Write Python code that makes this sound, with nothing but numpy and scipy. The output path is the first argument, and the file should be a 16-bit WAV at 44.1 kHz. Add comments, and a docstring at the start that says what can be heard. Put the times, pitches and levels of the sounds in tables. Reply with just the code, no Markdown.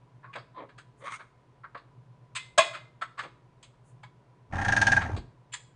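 """Steel knocks and scrapes as a bowl and beater are slid and clanked into place on a stand mixer.
Each impact excites damped modes; each slide is stick-slip friction. A lever clicks and the motor runs
for a moment: its drive rubs and squeaks once a turn, drags, coasts and stops with a thud.
One more metal click follows. The kitchen reverberates briefly, and underneath a refrigerator
hums, its close tones beating into a throb."""
import sys
import numpy as np
from scipy import signal
from scipy.fft import rfft, irfft, next_fast_len
from scipy.io import wavfile

SR = 44100
rng = np.random.default_rng(int(sys.argv[2]) if len(sys.argv) > 2 else 0)


def pcm_store(signal):
    """Save signal as 16-bit PCM."""
    levels = np.round(np.clip(np.atleast_2d(signal), -1, 1) * 32767)
    wavfile.write(sys.argv[1], SR, levels.astype(np.int16).T)


N = 253575
T = np.arange(N) / SR
TOP_HZ = 10100
ON_S, OFF_S, REST_S = 4.525, 4.95, 5.19  # the motor is switched on, switched off, comes to rest
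# how hard the drive rubs: (time [s], pressure [dB])
RUB_PRESSURE = [(4.52, -32.5), (4.585, -19.5), (4.68, -7.5), (4.815, 0), (4.962, -1.5), (5.01, -25.5),
                (5.055, -35), (5.11, -53.5)]
# friction spectrum of the drive and the motor brushes: (frequency [Hz], level [dB])
RASP_SPECTRUM = [(1200, -18), (2400, 15), (4400, 7.5), (5200, 7), (6400, 11.5), (7500, -2), (9200, 0.5),
                 (10300, -34)]


def bowl():
    """Impact excitation: bowl and beater strike the mount and ring, damped by the hand."""
    # (time [s], level [dB], body [dB], brightness [dB], swell [s], spot pitch [Hz], spot boost [dB],
    # damping [1 = free])
    blows = [(.229, -41.5, -7, -24, 0.02, 1590, -9, 1.4), (.329, -39, -8, -7.5, 0.012, 2510, 13, 6.4),
             (.354, -29.5, 8, -12.5, 0.0061, 990, 5.5, 5.5), (.38, -45.5, 1, -7.5, 0.0068, 4870, 12, 5),
             (.687, -50, -16, -8, 0.0079, 1600, 5, 3.2), (.779, -42, 9, 2.5, 0.0073, 1530, 15.5, 10),
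             (1.189, -40.5, -3.5, -16.5, 0.019, 1330, -12, 4),
             (1.634, -36.5, -9, -24.5, 0.012, 1330, 2, 3.9), (1.747, -32, 4, -18.5, 0.0038, 1106, 7, 7.6),
             (1.769, -47.5, -22, -9.5, 0.0091, 4300, 6, 7.6), (2.35, -25, -18, 2, 0.015, 2370, 0, 1.48),
             (2.577, -3.5, -1, -2.8, 0.0075, 637, 11.5, 1.65), (2.728, -31.5, -3, -6, 0.026, 1330, 3, 1.18),
             (3.012, -23.5, -4, -10.5, 0.013, 1333, 7.5, 3.8), (3.173, -32.5, -4, -8.5, 0.03, 1054, 7, 5),
             (3.189, -25, -30, -11, 0.0039, 1920, 0.5, 7.2), (3.232, -38.5, -13, -6, 0.0049, 1200, 0, 2.8),
             (3.627, -46, -13, 8, 0.0043, 3220, -3, 2.8), (5.01, -26, -12, -10, 0.0094, 1350, 6.5, 2.7),
             (5.165, -37.5, -17, 0, 0.0007, 4450, 9, 3.6)]
    # modes of bowl and mount: (frequency [Hz], level [dB], free t60 [s])
    modes = [(612, 11, 0.079), (657, 13, 0.1), (1039.6, 10.5, 0.14), (1090.4, 15.5, 0.075),
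             (1405, -1, 0.057), (1634, 9, 0.096), (2080, -6, 0.59), (2470, 2.5, 0.25), (2610, 3, 0.18),
             (2880, 0, .16), (3155, -6, .2), (3456, 0, 0.26), (3750, -9, 0.48), (5800, -9.5, 0.067),
             (6100, -4.5, .17), (7500, 1.5, 0.2)]
    return knocks(blows, modes, ring_db=-10, shimmer_db=-12, grit=0.28, level_db=-4.5)


def lever():
    """Impact excitation: the lever clicks against its housing, whose modes decay quickly."""
    # same columns as the blows of the bowl
    clicks = [(4.03, -39.5, -3.5, -5, 0.0065, 830, 5.2, 1.3),
              (5.52, -38.5, -34, 9.5, 0.0063, 2580, 23, 1.3),
              (5.534, -27, -36, 3.5, 0.0071, 1880, 2.6, 1.5)]
    # modes of lever and housing: (frequency [Hz], level [dB], free t60 [s])
    modes = [(834, 2.5, 0.11), (1000, -2, 0.079), (1660, -4, 0.09), (1930, 2.5, 0.06), (2256, 0, 0.064),
             (3300, 1, 0.058), (7200, 19, 0.049)]
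    return knocks(clicks, modes, ring_db=4.5, shimmer_db=-44, grit=0.32, level_db=-5.5)


def knocks(blows, modes, ring_db, shimmer_db, grit, level_db):
    """Forced, then free vibration: a rattle of tiny contacts swells and dies, and the steel rings on."""
    # spectrum of a bare metal contact: (frequency [Hz], level [dB])
    contact_spectrum = [(60, -33.5), (230, -12), (470, -8), (620, 1), (800, -6), (1100, 3.5), (3700, -0.5),
                        (4900, -5.5), (5450, -3), (5780, -26), (6250, 7), (7100, 8), (7900, 13), (9100, 4),
                        (10300, -19)]
    out, t = np.zeros(N), T[:SR // 2]
    for s, db, body, bright, swell, spot_hz, boost, damping in blows:
        fall_s = 0.0087 * 2 ** (-db / 43)  # a blow 43 dB lighter takes twice as long to die
        push = np.minimum(t / swell, 1) ** 0.75 * np.exp(-np.maximum(t - swell, 0) / fall_s)
        rattle = push * rng.standard_normal(len(t)) * np.exp(grit * rng.standard_normal(len(t)))
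        contacts = colour(rattle, contact_spectrum)
        contacts += undb(boost) * resonate(contacts, spot_hz, q=9)  # the struck spot favours its pitch
        steel = match_energy(contacts, push) + undb(ring_db) * ring(push ** 3, modes, damping)
        steel += undb(shimmer_db) * shimmer(push, damping)
        sheen = -8.5 + 1.9 * bright + 0.27 * db  # hard, strong blows lift the top octave
        balance = [(700, body), (1000, 0), (1600, 0), (3000, bright), (4600, bright), (7000, sheen)]
        add(out, s, undb(db + level_db) * match_energy(colour(steel, balance), push))
    return out


def ring(push, modes, damping, split=.0045):
    """Modal superposition: each mode builds up during the push and decays as three beating partials."""
    t, out = T[:len(push)], 0
    for hz, db, t60 in modes:
        detune = rng.standard_normal(3) * damping ** 2  # a firmer grip loads the steel, shifting modes
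        phase = rng.random((3, 1))
        partials = np.sin(2 * np.pi * (np.outer(hz * (1 + split * detune), t) + phase))
        beating = partials[0] + (partials[1] + partials[2]) / 2
        envelope = decay(t, t60 / damping)
        out += undb(db) * match_energy(beating * envelope, envelope) / np.sqrt(2)
    return out * np.cumsum(push) / push.sum()


def shimmer(push, damping, t60_s=.4):
    """Modal overlap: modes too dense to tell apart fade as a wash of noise."""
    # the steel's faint upper modes: (frequency [Hz], level [dB])
    spectrum = [(400, -23), (650, -2), (3700, 0), (4900, -6.5), (5400, -3.5), (5780, -31), (6300, -6),
                (8500, -6.5), (10300, -30)]
    t = T[:len(push)]
    wash = unit(colour(rng.standard_normal(len(t)), spectrum))
    return wash * decay(t, t60_s / damping) * np.cumsum(push) / push.sum()


def slides(tilt_db_per_octave=9, sheen_db_per_octave=40, waver=0.1013):
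    """Stick-slip friction on steel: slips form a rough note; faster ones scrape thinner and brighter."""
    # (time [s], length [s], level [dB], body [dB], sheen [dB], cutoff [Hz], first slip rate [Hz],
    # last slip rate [Hz])
    strokes = [(0.531, .14, -54, 6, -13, 4200, 896, 164), (0.992, 0.11, -51.5, -5.5, -11.5, 9900, 400, 844),
               (1.038, 0.075, -43, -13, -19, 9900, 1000, 1243),
               (1.08, 0.1, -43, -16, -8.5, 9500, 1050, 1400), (3.191, 0.1, -53.5, 3, -14, 8100, 1157, 296)]
    # spectrum of the scrape: (frequency [Hz], level [dB])
    spectrum = [(220, 9.5), (650, 12.5), (800, 8), (1100, 13.5), (1500, -2), (2150, 4.5), (2750, -6),
                (3400, 7), (5400, -0.5), (6500, 9), (7400, -1.5), (8700, 8), (10300, -9)]
    out = 0
    for s, length, db, body, sheen, top, first, last in strokes:
        way = np.clip((T - s) / length, 0, 1)
        stroke = undb(db - 0.4 * walk(190)) * (4 * way * (1 - way)) ** 1.85
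        octaves = np.log2(last / first) * (way - .5)
        phase = phase_of(np.sqrt(first * last) * 2 ** octaves * (1 + waver * walk(500)))
        note = undb(2 + 4 * walk(250)) * (np.sin(phase) + undb(-10) * np.sin(2 * phase))
        catches = undb(3 * walk(400))
        slips = butter(colour(rng.standard_normal(N) * catches, spectrum), 10, top, "low")
        low = undb(body - tilt_db_per_octave * octaves) * unit(butter(slips, 4, [140, 1080], "band"))
        mid = unit(butter(slips, 2, [1250, 2400], "band"))
        high_db = sheen + sheen_db_per_octave * np.clip(octaves, -.15, .15)
        high = undb(high_db) * unit(butter(slips, 3, 3000, "high"))
        out += stroke * (note + low + mid + high)
    return out


def squeals(waver=0.0315, flutter_db=3):
    """Self-excited oscillation: for an instant the slips lock into a thin, rough tone."""
    # (time [s], half length [s], frequency [Hz], level [dB])
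    bursts = [(0.3, 0.02, 1098, -50), (0.582, 0.026, 1015, -40.5), (1.147, 0.02, 2146, -42)]
    out = 0
    for s, width, hz, db in bursts:
        tone = np.sin(phase_of(hz * (1 + waver * walk(650))))
        out += tone * undb(db + flutter_db * walk(300)) * gaussian(T - s, width)
    return out


def drive_rub(squeak_hz=(1633, 1600), waver_hz=24, edge_s=0.0015, shiver_s=0.028, coast_db=-7):
    """Friction drives resonances: each turn clacks, rasps and squeaks, louder under more pressure."""
    # resonances of the mixer head: (frequency [Hz], bandwidth [Hz], level [dB])
    head_modes = [(259, 420, -12), (719, 70, 6), (857, 84, 6), (1035, 220, -6.5), (1390, 29, 6.5),
                  (1588, 11, 9.5), (1806, 107, 5)]
    rub, squeak, rasp = np.zeros((3, N))
    t = T[:SR // 5]
    patch = rng.standard_normal(len(t))  # the same rough patch comes round on every turn
    for s, press, length in turns():
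        held = np.clip((length - t) / edge_s + .5, 0, 1)
        shiver = undb(-14) * np.exp(-np.maximum(t - length, 0) / shiver_s)
        gate = np.minimum(t / edge_s, 1) * np.maximum(held, shiver)
        grain = (patch + rng.standard_normal(len(t))) / np.sqrt(2)
        clack = undb(-9 + 0.52 * press) * patch * np.exp(-t / 0.00027)
        add(rub, s, clack + grain * gate * undb(-26.5 + 0.39 * press))
        add(squeak, s, gate * np.minimum(t / 0.0033, 1) * undb(-17.5 + press))
        catch = undb(-25.5 + press + coast_db * (s > OFF_S))  # softer with the power off
        add(rasp, s, catch * np.minimum(t / 0.0021, 1) * np.exp(-t / (0.63 * length)))
    head = sum((-1) ** k * undb(db) * resonate(rub, hz, hz / width)
               for k, (hz, width, db) in enumerate(head_modes))
    head = match_energy(colour(head, [(2500, 5), (6000, -17)]), rub)
    flutter = undb(1.8 * walk(300))
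    strong, weak = (np.sin(phase_of(hz + waver_hz * walk(220))) for hz in squeak_hz)
    tone = np.sqrt(2) * (strong + undb(-11) * weak) * flutter
    return head + squeak * tone + rasp * noise(RASP_SPECTRUM)


def growl(start_hz=720, end_hz=850, jolt_hz=100, lead_s=.005, growth=0.57):
    """Periodic forcing: the stand jolts before each rub, and the gears groan upward as they come free."""
    out, t = np.zeros(N), T[:SR // 20]
    lag = t - t.mean()
    jolt = undb(-31) * gaussian(lag, 0.0058) * np.cos(2 * np.pi * jolt_hz * lag)
    for s, press, length in turns():
        swell = np.sin(np.pi * np.minimum(t / (2 * length), 1)) ** 2
        hz = np.interp(t, [0, 1.5 * length], [start_hz, end_hz])
        groan = undb(-37) * swell * np.sin(phase_of(hz))
        add(out, s - lead_s, undb(growth * press / 2) * groan)
        add(out, s - lead_s - t.mean(), undb(growth * press) * jolt)
    return out


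def turns(rub_s=.0185):
    """Rotation times the rubs, one per revolution: (time [s], pressure [dB], length [s])."""
    # the drive drags as the rub tightens: (time [s], speed [turns/s])
    speed = [(4.58, 34.13), (4.81, 18.36), (4.94, 20.83), (5.0, 24.47)]
    revolutions = np.cumsum(curve(T, speed) * (T >= ON_S)) / SR
    starts = T[1:][np.diff(np.ceil(revolutions)) > 0]
    return [(s, curve(s, RUB_PRESSURE), rub_s) for s in starts if s < RUB_PRESSURE[-1][0]]


def motor(overtone_db=-12, coast_db_per_s=-32, mesh_depth=0.67):
    """Forced vibration: the motor shakes the counter; gear whir and brush hiss pulse in step with it."""
    # the shaking, which sinks as the motor coasts: (time [s], frequency [Hz])
    shake_rate = [(4.6, 92), (4.82, 105.7), (5.0, 91.96), (5.24, 45.1)]
    # spectra of the rumble and of the gears: (frequency [Hz], level [dB])
    rumble_spectrum = [(30, -19), (48, 0.5), (130, 6), (190, -15.5), (250, 1.5), (340, -25.5), (600, -71.5)]
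    whir_spectrum = [(250, 10), (450, -6.5), (590, 2.5), (730, 7), (980, 4.5), (5000, -33)]
    press, coasted_s = curve(T, RUB_PRESSURE), np.maximum(T - OFF_S, 0)
    phase = phase_of(curve(T, shake_rate) * (1 + 0.02 * walk(60)))
    buzz = sum(undb(overtone_db * k) * np.sin((k + 1) * phase) for k in range(3))
    shake = np.sqrt(2) * buzz * undb(-36 + 2.5 * walk(45))
    low = undb(0.062 * press) * (shake + undb(-38) * noise(rumble_spectrum))  # labours under the rub
    whir = undb(-38 + coast_db_per_s * coasted_s) * noise(whir_spectrum)
    hiss = undb(-52 + 0.26 * press) * noise(RASP_SPECTRUM)
    high = (whir + hiss) * (1 + mesh_depth * np.sin(phase))
    return low * running(attack_s=0.023, release_s=0.027) + high * running(0.012, 0.0055)


def running(attack_s, release_s):
    """Exponential transients: the motor's sound grows, holds, and dies once it comes to rest."""
    rising = np.minimum(T - ON_S - attack_s, 0) / attack_s
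    return np.exp(rising - np.maximum(T - REST_S, 0) / release_s)


def thuds():
    """Heavily damped vibration: the mixer bumps on its feet, about a cycle at a time."""
    # (time [s], frequency [Hz], level [dB], half length [s])
    bumps = [(5.098, 390, -29.5, 0.0021), (5.142, 93.5, -21, 0.0098), (5.177, 327, -28, 0.0014)]
    return sum(undb(db) * gaussian(T - s, width) * np.cos(2 * np.pi * hz * (T - s))
               for s, hz, db, width in bumps)


def fingers(above_hz=6300):
    """Friction noise: dry skin on smooth steel gives a faint, high hiss."""
    # (time [s], half length [s], level [dB])
    touches = [(1.003, 0.021, -71.5), (3.886, .035, -72)]
    hiss = unit(butter(rng.standard_normal(N), 4, [above_hz, TOP_HZ], "band"))
    return hiss * sum(undb(db) * gaussian(T - s, width) for s, width, db in touches)


def kitchen(x, tail_db=-11, t60_low=0.4, t60_high=0.36, build_s=0.0013):
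    """Reverberation: reflections from cabinets and stone merge into a short, bright tail."""
    # spectra of the tail: (frequency [Hz], level [dB])
    low_spectrum = [(60, -6.5), (400, 7), (650, -0.5), (1100, -1), (2500, -3), (5000, -17.5)]
    high_spectrum = [(1200, -21), (3600, 2), (5800, 1.5), (9000, 0)]
    t = T[:int(.7 * SR)]
    low = colour(rng.standard_normal(len(t)), low_spectrum) * decay(t, t60_low)
    high = colour(rng.standard_normal(len(t)), high_spectrum) * decay(t, t60_high)
    tail = (low + high) * np.minimum(t / build_s, 1)
    return x + undb(tail_db) * signal.fftconvolve(x, tail / np.linalg.norm(tail))[:N]


def refrigerator(in_phase_s=2.11, drift_db=3):
    """Beating: close compressor tones interfere in an uneven throb."""
    # (frequency [Hz], level [dB])
    tones = [(111.8, -69), (120, -60.5), (128.2, -62.5), (144.6, -68), (167.8, -71)]
    hum = sum(np.sqrt(2) * undb(db) * np.cos(2 * np.pi * hz * (T - in_phase_s)) for hz, db in tones)
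    return hum * undb(-1 + drift_db * walk(5))


def room_air(fan_hz=986):
    """Ambient noise: soft broadband air and the narrow band of a fan."""
    # (frequency [Hz], level [dB])
    air_spectrum = [(25, -15.5), (45, -4), (90, -8), (400, -9), (900, -15.5), (2200, -26), (9000, -43)]
    air = undb(-65) * noise(air_spectrum)
    fan = undb(-72) * unit(resonate(rng.standard_normal(N), fan_hz, q=30))
    return air + fan


def undb(db):
    """Decibels to gain."""
    return 10 ** (np.asarray(db) / 20)


def unit(x):
    """Scale to rms 1."""
    return x / np.sqrt(np.mean(x ** 2) + 1e-20)


def match_energy(x, target):
    """Scale x to the energy of target."""
    return x * np.sqrt(np.sum(target ** 2) / np.sum(x ** 2))


def colour(x, points):
    """Filter by a smooth (frequency [Hz], level [dB]) curve."""
    hz, db = np.transpose(points)
    size = next_fast_len(len(x) + 2048)
    f = np.maximum(np.arange(size // 2 + 1) * SR / size, 1)
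    gain = undb(np.interp(np.log(f), np.log(hz), db))
    return irfft(rfft(x, size) * gain, size)[:len(x)]


def butter(x, order, hz, kind):
    """Maximally flat filter."""
    return signal.sosfilt(signal.butter(order, hz, kind, fs=SR, output="sos"), x)


def resonate(x, hz, q):
    """Second-order resonator."""
    return signal.lfilter(*signal.iirpeak(hz, q, fs=SR), x)


def noise(points):
    """Coloured noise of rms 1."""
    return unit(colour(rng.standard_normal(N), points))


def walk(rate):
    """Smooth random drift with a spread near 1."""
    knots = rng.standard_normal(2048)
    return np.interp(T * rate, np.arange(len(knots)), knots)


def curve(s, points):
    """Interpolate a table at time s."""
    return np.interp(s, *np.transpose(points))


def phase_of(hz):
    """Phase is the integral of frequency."""
    return 2 * np.pi * np.cumsum(hz) / SR


def decay(t, t60):
    """Exponential fall of 60 dB per t60."""
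    return np.exp(-np.log(1000) * t / t60)


def gaussian(t, width):
    """Bell-shaped envelope, 1/e at t = width."""
    return np.exp(-(t / width) ** 2)


def add(out, s, x):
    """Mix x into out at time s."""
    i = max(int(s * SR), 0)
    out[i:i + len(x)] += x[:N - i]


def scene():
    """Superposition: steel and mixer reverberate in the kitchen, over refrigerator and air."""
    handling = bowl() + lever() + slides() + fingers() + squeals()
    mixer = drive_rub() + growl() + motor() + thuds()
    return (kitchen(handling + mixer) + refrigerator() + room_air())[None]


def record(dry):
    """Soft saturation rounds the loudest peak, and a steep low-pass cuts the top."""
    rounded = .8 * np.tanh(dry / .8)
    return signal.sosfilt(signal.ellip(10, .2, 75, TOP_HZ, fs=SR, output="sos"), rounded)


dry = scene()
out = record(dry)
pcm_store(out)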